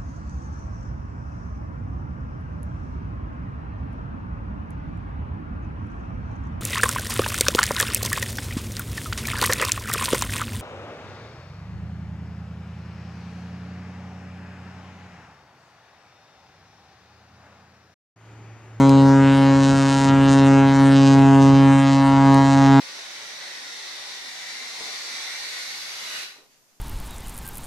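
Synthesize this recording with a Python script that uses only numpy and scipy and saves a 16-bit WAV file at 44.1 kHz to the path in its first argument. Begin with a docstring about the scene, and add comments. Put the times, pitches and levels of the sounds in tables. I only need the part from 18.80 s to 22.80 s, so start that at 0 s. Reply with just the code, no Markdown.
"""A cruise ship holds one long, deep horn blast, heard from high up across a harbour.
The horn sends one sharp pressure pulse per cycle. Two paths through gusty air drift against each other and sweep
a notch through its buzz; faint echoes scatter off hull and water. Wind rumbles at the microphone, which ticks twice."""
import sys
import numpy as np
from scipy import signal
from scipy.io import wavfile
from scipy.ndimage import uniform_filter1d

SR = 44100
rng = np.random.default_rng(int(sys.argv[2]) if len(sys.argv) > 2 else 0)


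def dump(signal):
    """Clip the signal to [-1, 1] and save it as 16-bit WAV at the path in sys.argv[1]."""
    limited = np.clip(np.atleast_2d(signal).T, -1, 1)
    pcm = np.round(limited * 32767).astype(np.int16)
    wavfile.write(sys.argv[1], SR, pcm)


N = 176400

# horn pitch (s, Hz)
PITCH = [(0, 136.65), (.3, 136.52), (.8, 136.54), (1.2, 136.68), (1.5, 136.76), (1.85, 136.68), (2.15, 136.78), (2.4, 136.72), (2.9, 136.7), (3.5, 136.79), (4, 136.75)]  # fixed
# the horn's lower harmonics (multiple, dB)
HARMONICS = [(1, -4), (2, 0), (3, -16), (4, -15), (5, -18), (6, -14), (7, -14), (8, -20), (9, -24), (10, -23),
             (11, -25), (12, -23), (13, -27), (14, -28), (15, -29), (16, -29), (17, -39), (18, -34), (19, -33),
             (20, -30), (21, -32), (22, -31), (23, -33), (24, -37), (25, -38), (26, -36)]  # fixed
# its harmonics above those (Hz, dB)
TOP = [(3650, -33), (4000, -33), (4300, -35.5), (5200, -37), (6200, -38.5), (7100, -38), (7800, -43.5), (8500, -42), (9500, -52.5), (11000, -61.5), (12500, -73.5), (14500, -81)]
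# level of the two lowest harmonics (s, dB)
BASS = [(0.03, -12), (0.16, -11), (0.58, -14), (0.67, -13), (1.2, -18), (1.3, -14), (1.77, -12), (1.94, -15),
        (2.02, -12), (2.58, -11), (2.89, -12), (3.03, -15), (3.4, -14), (3.49, -12), (3.67, -15), (3.97, -11)]  # fixed
# level of the third harmonic, which fades deeply (s, dB)
THIRD = [(0.0, -26), (0.05, -28), (0.41, -27), (0.56, -34), (1.04, -33.5), (1.18, -35), (1.79, -26), (1.93, -32.5),
         (2.57, -25.5), (2.88, -32), (3.01, -59), (3.06, -44), (3.16, -61), (3.5, -30.5), (3.6, -33), (3.71, -46),
         (3.9, -28.5), (4.0, -29)]
# level of the fourth harmonic (s, dB)
FOURTH = [(0.03, -26), (0.06, -25), (0.54, -28), (0.74, -26), (1.21, -32), (1.73, -26), (1.91, -32), (2.11, -27),
          (2.34, -31), (2.5, -40), (2.58, -28), (3.38, -33), (3.58, -28), (3.66, -33), (3.85, -30), (3.89, -45),
          (3.93, -33), (3.97, -37)]  # fixed
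# level of the midrange blare (s, dB)
BLARE = [(0.04, -24), (0.29, -23), (0.48, -27), (0.84, -28), (0.93, -26), (1.14, -28), (1.29, -25), (1.75, -26),
         (1.84, -23), (1.93, -27), (2.03, -24), (2.17, -29), (2.36, -23), (2.55, -21), (2.76, -25), (2.92, -23),
         (3.03, -25), (3.6, -19), (3.64, -22), (3.96, -20)]  # fixed
# level of the treble buzz (s, dB)
BUZZ = [(0.14, -38.5), (0.17, -37.5), (0.39, -44), (0.5, -34), (0.7, -36), (0.99, -34), (1.12, -32.5), (1.24, -33),
        (1.33, -37.5), (1.52, -32.5), (1.65, -36), (1.91, -38), (2.12, -37), (2.16, -32.5), (2.29, -31.5), (2.37, -37.5),
        (2.6, -40), (2.62, -36), (2.91, -38), (3.08, -34), (3.39, -40.5), (3.53, -38.5), (3.54, -39), (3.6, -38.5),
        (3.73, -34.5), (3.81, -36.5), (3.91, -33.5), (3.98, -36)]
# lag of the second air path behind the first (s, ms)
LAG = [(0, .3), (.2, .25), (.36, .14), (.46, .1), (.55, .08), (.68, .06), (.8, .035), (1, .018), (1.26, .012), (1.35, .115), (1.45, .08), (1.51, .03), (1.61, .045), (1.7, .14), (1.8, .115), (1.88, .075), (1.96, .045), (2.07, .097), (2.17, .052), (2.36, .052), (2.44, .115), (2.55, .105), (2.62, .05), (2.8, .06), (2.9, .105), (3.0, .1), (3.07, .048), (3.18, .05), (3.26, .09), (3.35, .05), (3.55, .062), (3.7, .048), (4, .06)]  # fixed
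SECOND_PATH = .7  # fixed
BASS_DB, THIRD_DB, FOURTH_DB, BLARE_DB, BRASS_DB, BUZZ_DB = 0.04, -0.3, -0.76, -0.54, 1.5, 0.18  # trims
FLICKER_DB, FLICKER_HZ = 1.44, 40  # turbulence also shakes the strength of the buzz
# scattered echoes (Hz, dB per harmonic)
SCATTER = [(137, -37.5), (273, -41), (410, -47), (550, -50), (1000, -38), (1600, -44.5), (2500, -53), (4000, -58.5), (7000, -63.5), (8700, -70.5), (11000, -86.5), (15000, -102)]
PAN = [(60, -1.5), (92, 2), (140, -2.5), (210, 5), (330, -2), (500, -5), (770, 4.5), (1170, -0.5),
       (1790, 0.5), (2740, -1.5), (4190, 0.0), (6410, 1.5), (9810, -1.5), (15000, 5)]  # (Hz, left minus right dB)
LEAD = [(0, 0), (5170, 0.076), (7410, -0.4), (7920, 0.0), (15400, -0.0)]  # (Hz, radians by which left leads)
# wind at the microphone (Hz, dB per Hz) and its level (s, dB)
WIND = [(15, -29), (30, -17.5), (52, 0.5), (100, 3), (160, 0.5), (280, -2.5), (450, -9), (1000, -37.5), (4000, -71)]
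GUSTS = [(0.06, -41), (0.88, -42), (0.95, -35), (1.0, -47), (1.32, -38.5), (2.24, -45.5), (2.45, -40), (2.49, -46),
         (2.71, -37.5), (2.8, -41), (2.9, -43), (3.03, -47), (3.45, -40.5), (3.94, -43)]
WIND_DB, WIND_PATCH_DB, WIND_WIDTH = 7, 1, 0.21
# harbour wash (Hz, dB per Hz)
WASH = [(30, -12.5), (200, -9), (500, 4), (900, 4), (1500, 1), (2200, -5.5), (3300, -11.5), (5000, -14), (7500, -15.5), (9000, -25.5), (11000, -34), (13000, -38.5), (15500, -42.5)]
WHINE_HZ, WHINE_DB, WHINE_WIDTH_HZ = 492, -50, 3  # a faint distant machine
# ticks at the camera (s, peak dB, ring Hz, upper mode dB)
TICKS = [(0.094, -17, 4950, -9), (3.5443, -21.5, 4260, -10)]
EDGE_HZ = 15830  # fixed
HOP = 128  # fixed
TIME = np.arange(N) / SR
FRAMES = np.arange(N // HOP + 2) * HOP / SR
# slope of the buzz as turbulence blurs or sharpens the pulses (s, dB per kHz)
TILT = [(0.0, 1.5), (0.18, -1.5), (0.3, 0.7), (0.36, -2), (0.48, -2.9), (0.56, 0.26), (1.25, 0.9), (1.3, 0.2),
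        (1.37, -3.5), (1.52, 2.1), (1.61, 0.1), (1.74, -2.5), (1.83, -2.7), (1.96, 3.2), (2.06, -0.1), (2.34, 2),
        (2.44, -2.5), (2.54, -1.3), (2.63, 2.3), (2.74, 1), (2.87, -1.3), (3.01, -0.3), (3.15, 1.8), (3.23, -0.2),
        (3.69, 2.2), (3.99, 0.5)]
TILT_SHARE, TILT_LIMIT_HZ = 0.94, 9000
# weak stray paths (lag ms, strength)
STRAYS = [(.3, .13), (.55, .12), (.85, .1), (1.25, .1)]  # fixed
STRAY_DRIFT_MS, STRAY_HZ = .08, 3  # fixed
DECK_MS = None
DECK = None
# level of the brassy upper midrange (s, dB)
BRASS = [(0.04, -32.5), (0.1, -44), (0.4, -31.5), (0.78, -34.5), (0.8, -35), (1.28, -34.5), (1.31, -30.5), (1.52, -33),
         (2.12, -31), (2.22, -37.5), (2.35, -34.5), (2.8, -37), (2.89, -31.5), (3.05, -33), (3.72, -32.5), (3.96, -29)]
PAN_DRIFT_DB_PER_S = -0.36  # the horn creeps to the right
WASH_DB, WASH_WIDTH = -38.5, 0.096
WASH_PATCH_DB = 2  # fixed
# how far the seventh harmonic stands out of the blare (s, dB)
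SEVENTH = [(0, 4), (.35, 5), (.6, 2), (.8, -1), (1.2, 0), (1.5, 1), (1.75, -4), (2.05, 1), (2.25, -2), (2.55, -1.5), (2.9, 0), (3.55, .5), (3.8, -1.5), (4, -1)]  # fixed
JITTER_HZ = 25
JITTER_MS = .012  # fixed
FLUTTER_HZ = 22
FLUTTER = .045  # fixed
SCATTER_WIDTH = 0.27  # their share of side signal
SCATTER_HZ, SCATTER_HZ_PER_KHZ = 3, 0.52  # how fast they wander: high harmonics faster
TICK_DECAY_S, TICK_RISE_S, TICK_UPPER, TICK_NOISE_DB = .0007, 0.00034, 1.89, -4
TICK_UPPER_DB = None
STRAY_FULL_LAG_MS = 0.051  # the strays fade out in calm air, when the main paths arrive together


def amp(db):
    """Decibels to gain."""
    return 10 ** (np.asarray(db) / 20)


def unit(x):
    """Scales to rms 1."""
    return x / np.sqrt(np.mean(abs(x) ** 2) + 1e-20)


def curve(points, t):
    """Reads a curve in time."""
    return np.interp(t, *np.transpose(points))


def spectrum(points, hz):
    """Reads a table on a log-frequency axis."""
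    f, value = np.transpose(points)
    return np.interp(np.log(hz + 1), np.log(f + 1), value)


def wander(rate_hz, count):
    """Rows of slow complex chance at frame rate, rms 1."""
    size = 2 * len(FRAMES)
    z = rng.standard_normal((count, size, 2)) @ [1, 1j]
    z = z / (1 + (np.fft.fftfreq(size, HOP / SR) / rate_hz) ** 2)
    return unit(np.fft.ifft(z)[:, :len(FRAMES)])


def noise(shape, patch_db, width):
    """Stereo noise of a given spectrum with drifting patches."""
    hz = np.fft.rfftfreq(2048, 1 / SR)  # fixed
    a, b, c, d, patches = rng.standard_normal((5, N // 512 + 5, len(hz)))  # fixed
    patches = unit(uniform_filter1d(uniform_filter1d(patches, size=9, axis=0), size=7, axis=1))
    z = np.array([a + 1j * b, c + 1j * d]) * amp(spectrum(shape, hz) + patch_db * patches)
    mid, side = signal.istft(z.swapaxes(1, 2), nperseg=2048, noverlap=1536)[1][:, :N]  # fixed
    return unit(np.array([mid + width * side, mid - width * side]))


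def horn_pulse(hz):
    """Complex harmonics of one cycle: a sharp pressure step and the causal ring of the horn after it."""
    db = spectrum(TOP, hz)
    db[:len(HARMONICS)] = np.transpose(HARMONICS)[1]
    log_gain = np.log(amp(np.r_[db[2], db, db[-2::-1]]))
    return -np.exp(np.conj(signal.hilbert(log_gain)))[1:len(hz) + 1]


def through_air(pulse, hz):
    """Paths through the air interfere; each register swells and fades on its own."""
    khz = hz[:, None] / 1000  # fixed
    turn = -2j * np.pi * khz
    gains = pulse[:, None] * (1 + SECOND_PATH * np.exp(turn * curve(LAG, FRAMES)))
    bass, third, fourth, blare, brass, buzz = np.split(gains, [2, 3, 4, 8, 16])  # fixed
    blare[2] *= amp(curve(SEVENTH, FRAMES))  # fixed
    high = slice(-len(buzz), None)
    drift = STRAY_DRIFT_MS * wander(STRAY_HZ, count=len(STRAYS)).real
    strays = sum(strength * np.exp(turn[high] * (lag + d)) for (lag, strength), d in zip(STRAYS, drift))
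    slope_db = curve(TILT, FRAMES) * np.minimum(khz[high], TILT_LIMIT_HZ / 1000)  # fixed
    unrest = np.minimum(curve(LAG, FRAMES) / STRAY_FULL_LAG_MS, 1)
    buzz = buzz * (1 + unrest * strays) * amp(TILT_SHARE * slope_db)
    flicker_db = FLICKER_DB * unit(wander(FLICKER_HZ, count=1).real)
    registers = [(bass, BASS, BASS_DB), (third, THIRD, THIRD_DB), (fourth, FOURTH, FOURTH_DB),
                 (blare, BLARE, BLARE_DB), (brass, BRASS, BRASS_DB), (buzz, BUZZ, BUZZ_DB + flicker_db)]
    gains = np.vstack([g / np.linalg.norm(g, axis=0) * amp(curve(level, FRAMES) + db) for g, level, db in registers])
    gains = gains * (1 + FLUTTER * np.sqrt(khz) * wander(FLUTTER_HZ, count=len(hz)))
    return gains * np.exp(turn * JITTER_MS * unit(wander(JITTER_HZ, count=1).real))


def horn(count=106):
    """A steady train of pulses, direct and scattered, at the two microphone ports."""
    pitch = curve(PITCH, TIME)
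    hz = np.arange(1, count + 1) * pitch.mean()
    echo = amp(spectrum(SCATTER, hz))[:, None]
    rate_hz = SCATTER_HZ + SCATTER_HZ_PER_KHZ * hz[:, None] / 1000  # fixed
    mid = through_air(horn_pulse(hz), hz) + echo * wander(rate_hz, count=count)
    side = SCATTER_WIDTH * echo * wander(rate_hz, count=count)
    port = (amp(spectrum(PAN, hz) / 2) * np.exp(.5j * spectrum(LEAD, hz)))[:, None]
    cycle, wave, out = np.exp(2j * np.pi * np.cumsum(pitch) / SR), 1, np.zeros((2, N))
    for left, right in zip((mid + side) * port, (mid - side) / port):
        wave = wave * cycle
        out[0] += (wave * np.interp(TIME, FRAMES, left)).real
        out[1] += (wave * np.interp(TIME, FRAMES, right)).real
    return np.sqrt(2) * out * amp(np.outer([.5, -.5], PAN_DRIFT_DB_PER_S * (TIME - TIME.mean())))


def wind():
    """Lumpy low rumble that follows the gusts."""
    return noise(WIND, WIND_PATCH_DB, WIND_WIDTH) * amp(curve(GUSTS, TIME) + WIND_DB)


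def harbour():
    """A wash of water and boats with one faint machine whine."""
    whine = np.interp(TIME, FRAMES, wander(WHINE_WIDTH_HZ, count=1)[0]) * np.exp(2j * np.pi * WHINE_HZ * TIME)
    return amp(WASH_DB) * noise(WASH, WASH_PATCH_DB, WASH_WIDTH) + amp(WHINE_DB) * unit(whine.real)


def ticks():
    """Tiny knocks on the camera: two short modes and a little grit."""
    out, grit = np.zeros(N), amp(TICK_NOISE_DB) * unit(uniform_filter1d(rng.standard_normal(N), size=3))
    for start, db, hz, upper_db in TICKS:
        t = np.maximum(TIME - start, 0)
        ring = np.sin(2 * np.pi * hz * t) + amp(upper_db) * np.sin(2 * np.pi * hz * TICK_UPPER * t)
        out += amp(db) * np.minimum(t / TICK_RISE_S, np.exp((TICK_RISE_S - t) / TICK_DECAY_S)) * (ring + grit)
    return out


def scene():
    """The horn over harbour and wind."""
    return horn() + harbour() + wind() + ticks()


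def record(dry):
    """The recorder's band limit."""
    return signal.oaconvolve(dry, signal.firwin(511, EDGE_HZ, window=("kaiser", 9), fs=SR)[None], "same")  # fixed


dry = scene()
out = record(dry)
dump(out)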